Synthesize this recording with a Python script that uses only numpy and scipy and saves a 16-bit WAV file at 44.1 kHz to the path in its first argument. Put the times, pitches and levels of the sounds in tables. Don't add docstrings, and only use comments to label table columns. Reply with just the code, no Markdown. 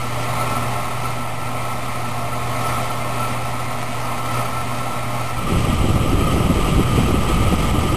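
import sys
import numpy as np
from scipy import signal
from scipy.fft import rfft, irfft, next_fast_len
from scipy.io import wavfile
from scipy.ndimage import uniform_filter1d

SR = 44100
rng = np.random.default_rng(int(sys.argv[2]) if len(sys.argv) > 2 else 0)


def log_audio(samples):
    frames = np.atleast_2d(samples).T
    limited = np.clip(frames, -1, 1)
    pcm = np.round(limited * 32767).astype(np.int16)
    wavfile.write(sys.argv[1], SR, pcm)


def how_loud(loudness_db):
    steps = np.asarray(loudness_db, float) / 20
    return 10 ** steps


N = 351036
SIZE = next_fast_len(N)
HZ = np.maximum(np.fft.rfftfreq(SIZE, 1 / SR), 1)
HOLD = 4
TOP_HZ = SR / HOLD / 2

# t/s, peak level/dB, f/Hz
EDDIES = [(5.508, -14, 299), (5.54, -16, 315), (5.685, -16, 202), (5.725, -12, 202), (5.839, -10.5, 240),
          (5.884, -11.5, 320), (5.96, -15, 215), (6.129, -8.5, 252), (6.208, -12.5, 361), (6.26, -13, 202),
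          (6.326, -12.5, 258), (6.382, -22, 323), (6.459, -13, 202), (6.496, -9.5, 258), (6.558, -15, 304),
          (6.712, -16, 200), (6.767, -16, 285), (6.793, -7, 303), (6.976, -8.5, 320), (7.041, -15, 223),
          (7.09, -12, 240), (7.14, -9, 264), (7.297, -12, 263), (7.36, -17, 217.2), (7.523, -12, 439.6),
          (7.742, -12, 199), (7.779, -17, 237), (7.816, -20, 210), (7.85, -15, 250), (7.923, -14, 320)]


def rms_one(x):
    return x / np.sqrt(np.mean(x ** 2) + 1e-20)


def in_time(rows):
    s, *columns = np.transpose(rows)
    return [np.interp(np.arange(N) / SR, s, c) for c in columns]


def bumps(s, rise_s, fall_s):
    t = np.arange(N) / SR - s[:, None]
    width_s = np.where(t < 0, rise_s[:, None], fall_s[:, None])
    return np.exp(-(t / width_s) ** 2)


def drift(rate):
    r = np.exp(-80 * np.pi * rate / SR)
    noise = rng.standard_normal(N // 40 + 2002)
    slow = signal.lfilter([1], [1, -2 * r, r * r], noise)[2000:]
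    return np.interp(np.arange(N) / 40, np.arange(len(slow)), rms_one(slow))


def colour(points, resonances=()):
    hz, db = np.transpose(points)
    level_db = np.interp(np.log(HZ), np.log(hz), db)
    for hz, width, lift_db in resonances:
        level_db = level_db + lift_db * np.exp(-(2 * (HZ - hz) / width) ** 2 / 2)
    return how_loud(level_db) * (HZ < TOP_HZ)


def walls(echo_db, decay_s):
    echoes = rng.standard_normal(SR // 4) * np.exp(-np.arange(SR // 4) / (decay_s * SR))
    return np.abs(1 + how_loud(echo_db) * rfft(echoes / np.linalg.norm(echoes), SIZE))


def turbulence(gain, shared_db, own_db, shared_rate, own_rate, count=14):
    spectrum = rfft(rng.standard_normal(SIZE)) * gain
    together = drift(shared_rate)
    place = np.clip(2 * np.log2(HZ / 60), 0, count - 1)
    out = 0
    for k in range(count):
        overlap = np.maximum(1 - np.abs(place - k), 0)
        band = irfft(spectrum * overlap, SIZE)[:N]
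        out = out + band * how_loud(shared_db * together + own_db * drift(own_rate))
    return rms_one(out)


def whistle(modes, flutter_db):
    gain = sum(how_loud(level_db) / (1 + (2 * (HZ - hz) / width) ** 2) for hz, width, level_db in modes)
    note = irfft(rfft(rng.standard_normal(SIZE)) * gain, SIZE)[:N]
    return rms_one(note * how_loud(flutter_db * drift(3.1)))


def beam(jitter_s, spread_db, ring_db, ring_s, sizzle_db, sizzle_s):
    # f/Hz, level/dB per Hz
    tick_colour = [(400, -30), (700, 4), (1400, -2), (2100, 0.5), (3900, -7.5), (5400, -7)]
    sweep_hz = 140.03
    count = int(N / SR * sweep_hz) - 1
    chance = rng.standard_normal((count, 2))
    s = np.arange(count) / sweep_hz + .002 + jitter_s * chance[:, 0]
    at = np.clip((s * SR).astype(int), 0, N - 1)
    snaps = np.zeros(N)
    snaps[at] = how_loud(spread_db * (chance[:, 1] + drift(1.8)[at]))
    panel = rng.standard_normal(2000) * np.exp(-np.arange(2000) / (ring_s * SR))
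    ring = signal.fftconvolve(snaps, panel)[:N]
    sizzle = signal.lfilter([1], [1, -np.exp(-1 / (sizzle_s * SR))], snaps) * rng.standard_normal(N)
    sweep = rms_one(snaps) + how_loud(ring_db) * rms_one(ring) + how_loud(sizzle_db) * rms_one(sizzle)
    return rms_one(irfft(rfft(sweep, SIZE) * colour(tick_colour), SIZE)[:N])


def motor(wobble_db):
    # f/Hz, level/dB
    tones = [(120.05, 0.0), (240.1, -15.0)]
    t = np.arange(N) / SR
    hum = sum(how_loud(db + wobble_db * drift(11.0)) * np.sin(2 * np.pi * hz * t) for hz, db in tones)
    return np.sqrt(2) * hum


def first_position():
    # f/Hz, level/dB per Hz
    air = [(12, -30), (20, -17), (34, -19), (54, -18), (117, -17), (141, -12.5), (174, -17.5), (253, -17.5),
           (415, -19.5), (712, -16), (1170, -17), (1310, -23.5), (1580, -30.5), (2050, -23.5), (5500, -35),
           (7150, -71), (12100, -120)]
    # f/Hz, width/Hz, lift/dB (below zero: a dip)
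    hose = [(78, 15, 3), (243, 18, 6), (280, 30, 3), (608, 35, 5), (702, 18, 5), (748, 30, 4), (810, 15, 4),
            (870, 15, 4), (940, 15, 5), (985, 45, -5), (1077, 34, 5), (1135, 25, -4), (1228, 20, 5),
            (1385, 15, -4), (1800, 70, 4), (1870, 45, -5), (1965, 35, 3), (2105, 50, 4), (2245, 40, 2),
            (2380, 50, 4), (2520, 40, 3), (2850, 150, -3), (3060, 60, 2), (3210, 80, 3), (3420, 120, -2),
            (4620, 100, 2)]
    # f/Hz, width/Hz, level/dB
    nozzle = [(1319.6, 65, 7.5), (1257, 22, -0.5), (1335, 19, 1)]
    # t/s, lift/dB (below zero: a dip), rise/s, fall/s
    swells = [(0.0, -1, .1, .1), (0.23, 1.5, .1, .07), (0.46, 3.5, 0.25, 0.28), (1.07, 1.5, 0.056, 0.07),
              (1.37, -1.5, 0.2, 0.058), (2.7, 4, 0.19, 0.2), (3.27, 2.5, .16, 0.082),
              (3.9, -1.5, 0.15, 0.067), (4.1, 0.8, .06, .06), (4.39, 3, 0.11, .07),
              (4.68, 0.5, 0.096, 0.054), (5.25, 1, 0.19, 0.39)]
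    # t/s, level/dB
    bite = [
        (0.0, -41),
        (0.3, -45),
        (0.75, -42),
        (1.5, -57),
        (2.1, -41),
        (2.7, -51),
        (3.5, -41),
        (4.2, -43),
        (4.8, -46.5),
        (5.4, -46),
    ]
    s, lift_db, rise_s, fall_s = np.transpose(swells)
    swell_db = lift_db @ bumps(s, rise_s, fall_s)
    tick_db = in_time(bite)[0] + 5.0
    gain = colour(air, hose) * walls(echo_db=-11.0, decay_s=.03)
    roar = turbulence(gain, shared_db=-0.1, own_db=.5, shared_rate=14.0, own_rate=10.0)
    ticks = beam(jitter_s=.00003, spread_db=2.5, ring_db=6.0, ring_s=.008, sizzle_db=6.0, sizzle_s=.0007)
    hum = motor(wobble_db=0.9)
    note = whistle(nozzle, flutter_db=-1.0)
    return (how_loud(-26.5 + swell_db) * roar + how_loud(-33.0 + 1.47 * swell_db) * note
            + how_loud(-30 + 0.73 * swell_db) * hum + how_loud(tick_db) * ticks)


def second_position():
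    # f/Hz, level/dB per Hz
    air = [(240, -6.5), (400, -13.5), (581, -8.5), (700, -10.5), (772, -5), (910, -5.5), (1120, -6.5),
           (1240, 0), (1320, -8), (1400, -15), (1740, -18.5), (1980, -10.5), (3040, -9.5), (3590, -18),
           (5500, -20.5), (7150, -57), (12100, -120)]
    # f/Hz, width/Hz, lift/dB (below zero: a dip)
    hose = [(760, 30, 2), (805, 25, 3), (915, 50, -3), (1075, 25, 3), (1125, 25, -5), (1495, 30, 2),
            (1810, 30, 3), (1865, 35, -3), (1945, 40, 2), (2280, 30, -3), (2345, 40, 3), (2790, 50, 3),
            (2865, 50, -2), (3065, 70, 3), (3135, 40, 4), (3300, 130, 2), (3505, 30, 2), (3590, 90, -2),
            (3880, 80, 4)]
    # f/Hz, width/Hz, level/dB
    nozzle = [(1181, 21, -2), (1244, 130, -4.5), (1286, 34, -5.5)]
    # t/s, length/s, airflow change/dB, whistle change/dB
    surges = [(5.58, .06, 1, -13), (5.686, 0.053, 3, -5), (6.047, 0.04, -2, -1), (5.85, .08, 0, -1.5),
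              (6.327, .1, 1, 5.5), (6.507, 0.085, 0, 0), (6.65, 0.051, 3, 4), (6.87, 0.068, 0.5, 4),
              (7.0, .06, 3, -3), (7.2, 0.026, -1, -10), (7.27, 0.12, 2, 3), (7.677, 0.092, 3.5, 0.5),
              (7.505, 0.043, 2.3, 3), (7.923, 0.06, 1.2, 3)]
    s, length_s, air_db, whistle_db = np.transpose(surges)
    shape = bumps(s, length_s, length_s)
    gain = colour(air, hose) * walls(echo_db=-13.0, decay_s=.03)
    roar = turbulence(gain, shared_db=0.78, own_db=-0.54, shared_rate=23.0, own_rate=12.0)
    note = whistle(nozzle, flutter_db=0.5)
    return how_loud(-23.5 + air_db @ shape) * roar + how_loud(-29.0 + whistle_db @ shape) * note


def puffs(cycles, spread):
    out = np.zeros(N + SR)
    chance = rng.random((len(EDDIES), 2))
    for (s, peak_db, hz), (turn, stretch) in zip(EDDIES, chance):
        t = np.arange(int(SR * cycles * (1 + spread * stretch) / hz)) / SR
        push = np.hanning(len(t)) * np.sin(2 * np.pi * (hz * t + turn))
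        at = int(s * SR)
        out[at:at + len(t)] += how_loud(peak_db + 2.0) * push
    return out[:N]


def stirring():
    stir, quiet_db, length_s = .7, -19.0, 0.03
    s, peak_db, _ = np.transpose(EDDIES)
    kicks = np.zeros(N)
    kicks[(s * SR).astype(int)] = stir * np.maximum(peak_db - quiet_db, 0)
    return signal.fftconvolve(kicks, np.hanning(int(length_s * SR)))[:N]


def buffeting(limit):
    # f/Hz, level/dB per Hz
    wind = [(7.1, -10), (12, -10), (22, -8), (64, -3.5), (162, -4), (573, -15.5), (699, -20), (779, -19),
            (900, -30), (1170, -40), (1980, -120)]
    # t/s, strength/dB, quickness/dB (flaps over lumps)
    gusts = [
        (5.25, -30, 7),
        (5.42, -29.5, 3),
        (5.55, -20, 0.8),
        (5.75, -24.5, -3),
        (6.05, -20, -3),
        (6.25, -20.5, 3.5),
        (6.62, -21.5, -2),
        (7.0, -20.5, 0),
        (7.96, -22, 1.8),
    ]
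    gust_db, quick_db = in_time(gusts)
    lump_db = gust_db - quick_db / 2 + 2.5
    flap_db = gust_db + quick_db / 2 + stirring() - 2.0
    upper = 1 / (1 + (126 / HZ) ** 4)
    lump_gain = colour(wind) * np.sqrt(1 - upper)
    flap_gain = colour(wind) * np.sqrt(upper)
    lumps = turbulence(lump_gain, shared_db=1.4, own_db=1.1, shared_rate=20.0, own_rate=15.0, count=4)
    flaps = turbulence(flap_gain, shared_db=1.75, own_db=2.3, shared_rate=51.0, own_rate=45.0, count=8)
    arrived = np.clip((np.arange(N) / SR - gusts[0][0]) / .24, 0, 1)
    push = arrived * (how_loud(lump_db) * lumps + how_loud(flap_db) * flaps) + puffs(cycles=1.5, spread=.6)
    return limit * np.tanh(push / limit)


def scene():
    # t/s, share of the second position
    move = [
        (5.22, 0.038),
        (5.36, 0.18),
        (5.52, 0.59),
    ]
    share = np.clip(in_time(move)[0], 0, 1)
    mix = (1 - share) * first_position() + share * second_position() + buffeting(limit=.7)
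    return mix[None]


def thin_treble(x):
    # f/Hz, threshold/dB under the momentary loudness
    faint = [(8800, -85.0), (9200, -67.0), (9600, -66.5), (10500, -67.3), (11500, -67.3), (12350, -66.0),
             (12450, -62.5), (12620, -62.0), (12800, -59.5), (12850, -20.0)]
    hz, s, frames = signal.stft(x, SR, nperseg=2048, noverlap=1024)
    power = np.abs(frames) ** 2
    loudness = uniform_filter1d(power.sum(axis=1, keepdims=True), size=9, axis=2) ** .4
    wander_db = 1.1 * drift(2.0)[np.minimum((s * SR).astype(int), N - 1)]
    threshold_db = np.interp(hz, *np.transpose(faint))[:, None] + wander_db
    threshold = how_loud(threshold_db) ** 2 * loudness
    patches = uniform_filter1d(uniform_filter1d(power, size=5, axis=1), size=2, axis=2)
    kept = patches > threshold
    coarse = .3 * np.clip(hz / 4000, 0, 1)[:, None]
    blur = rng.standard_normal(frames.shape) + 1j * rng.standard_normal(frames.shape)
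    thinned = frames * kept * (1 + coarse * blur)
    return signal.istft(thinned, SR, nperseg=2048, noverlap=1024)[1][:, :N]


def band_limit(x):
    return signal.sosfilt(signal.butter(12, 13300, fs=SR, output="sos"), x)


def record(dry):
    held = np.repeat(dry[:, ::HOLD], HOLD, axis=1)[:, :N]
    mix = thin_treble(held) + .0549
    return band_limit(mix)


dry = scene()
out = record(dry)
log_audio(out)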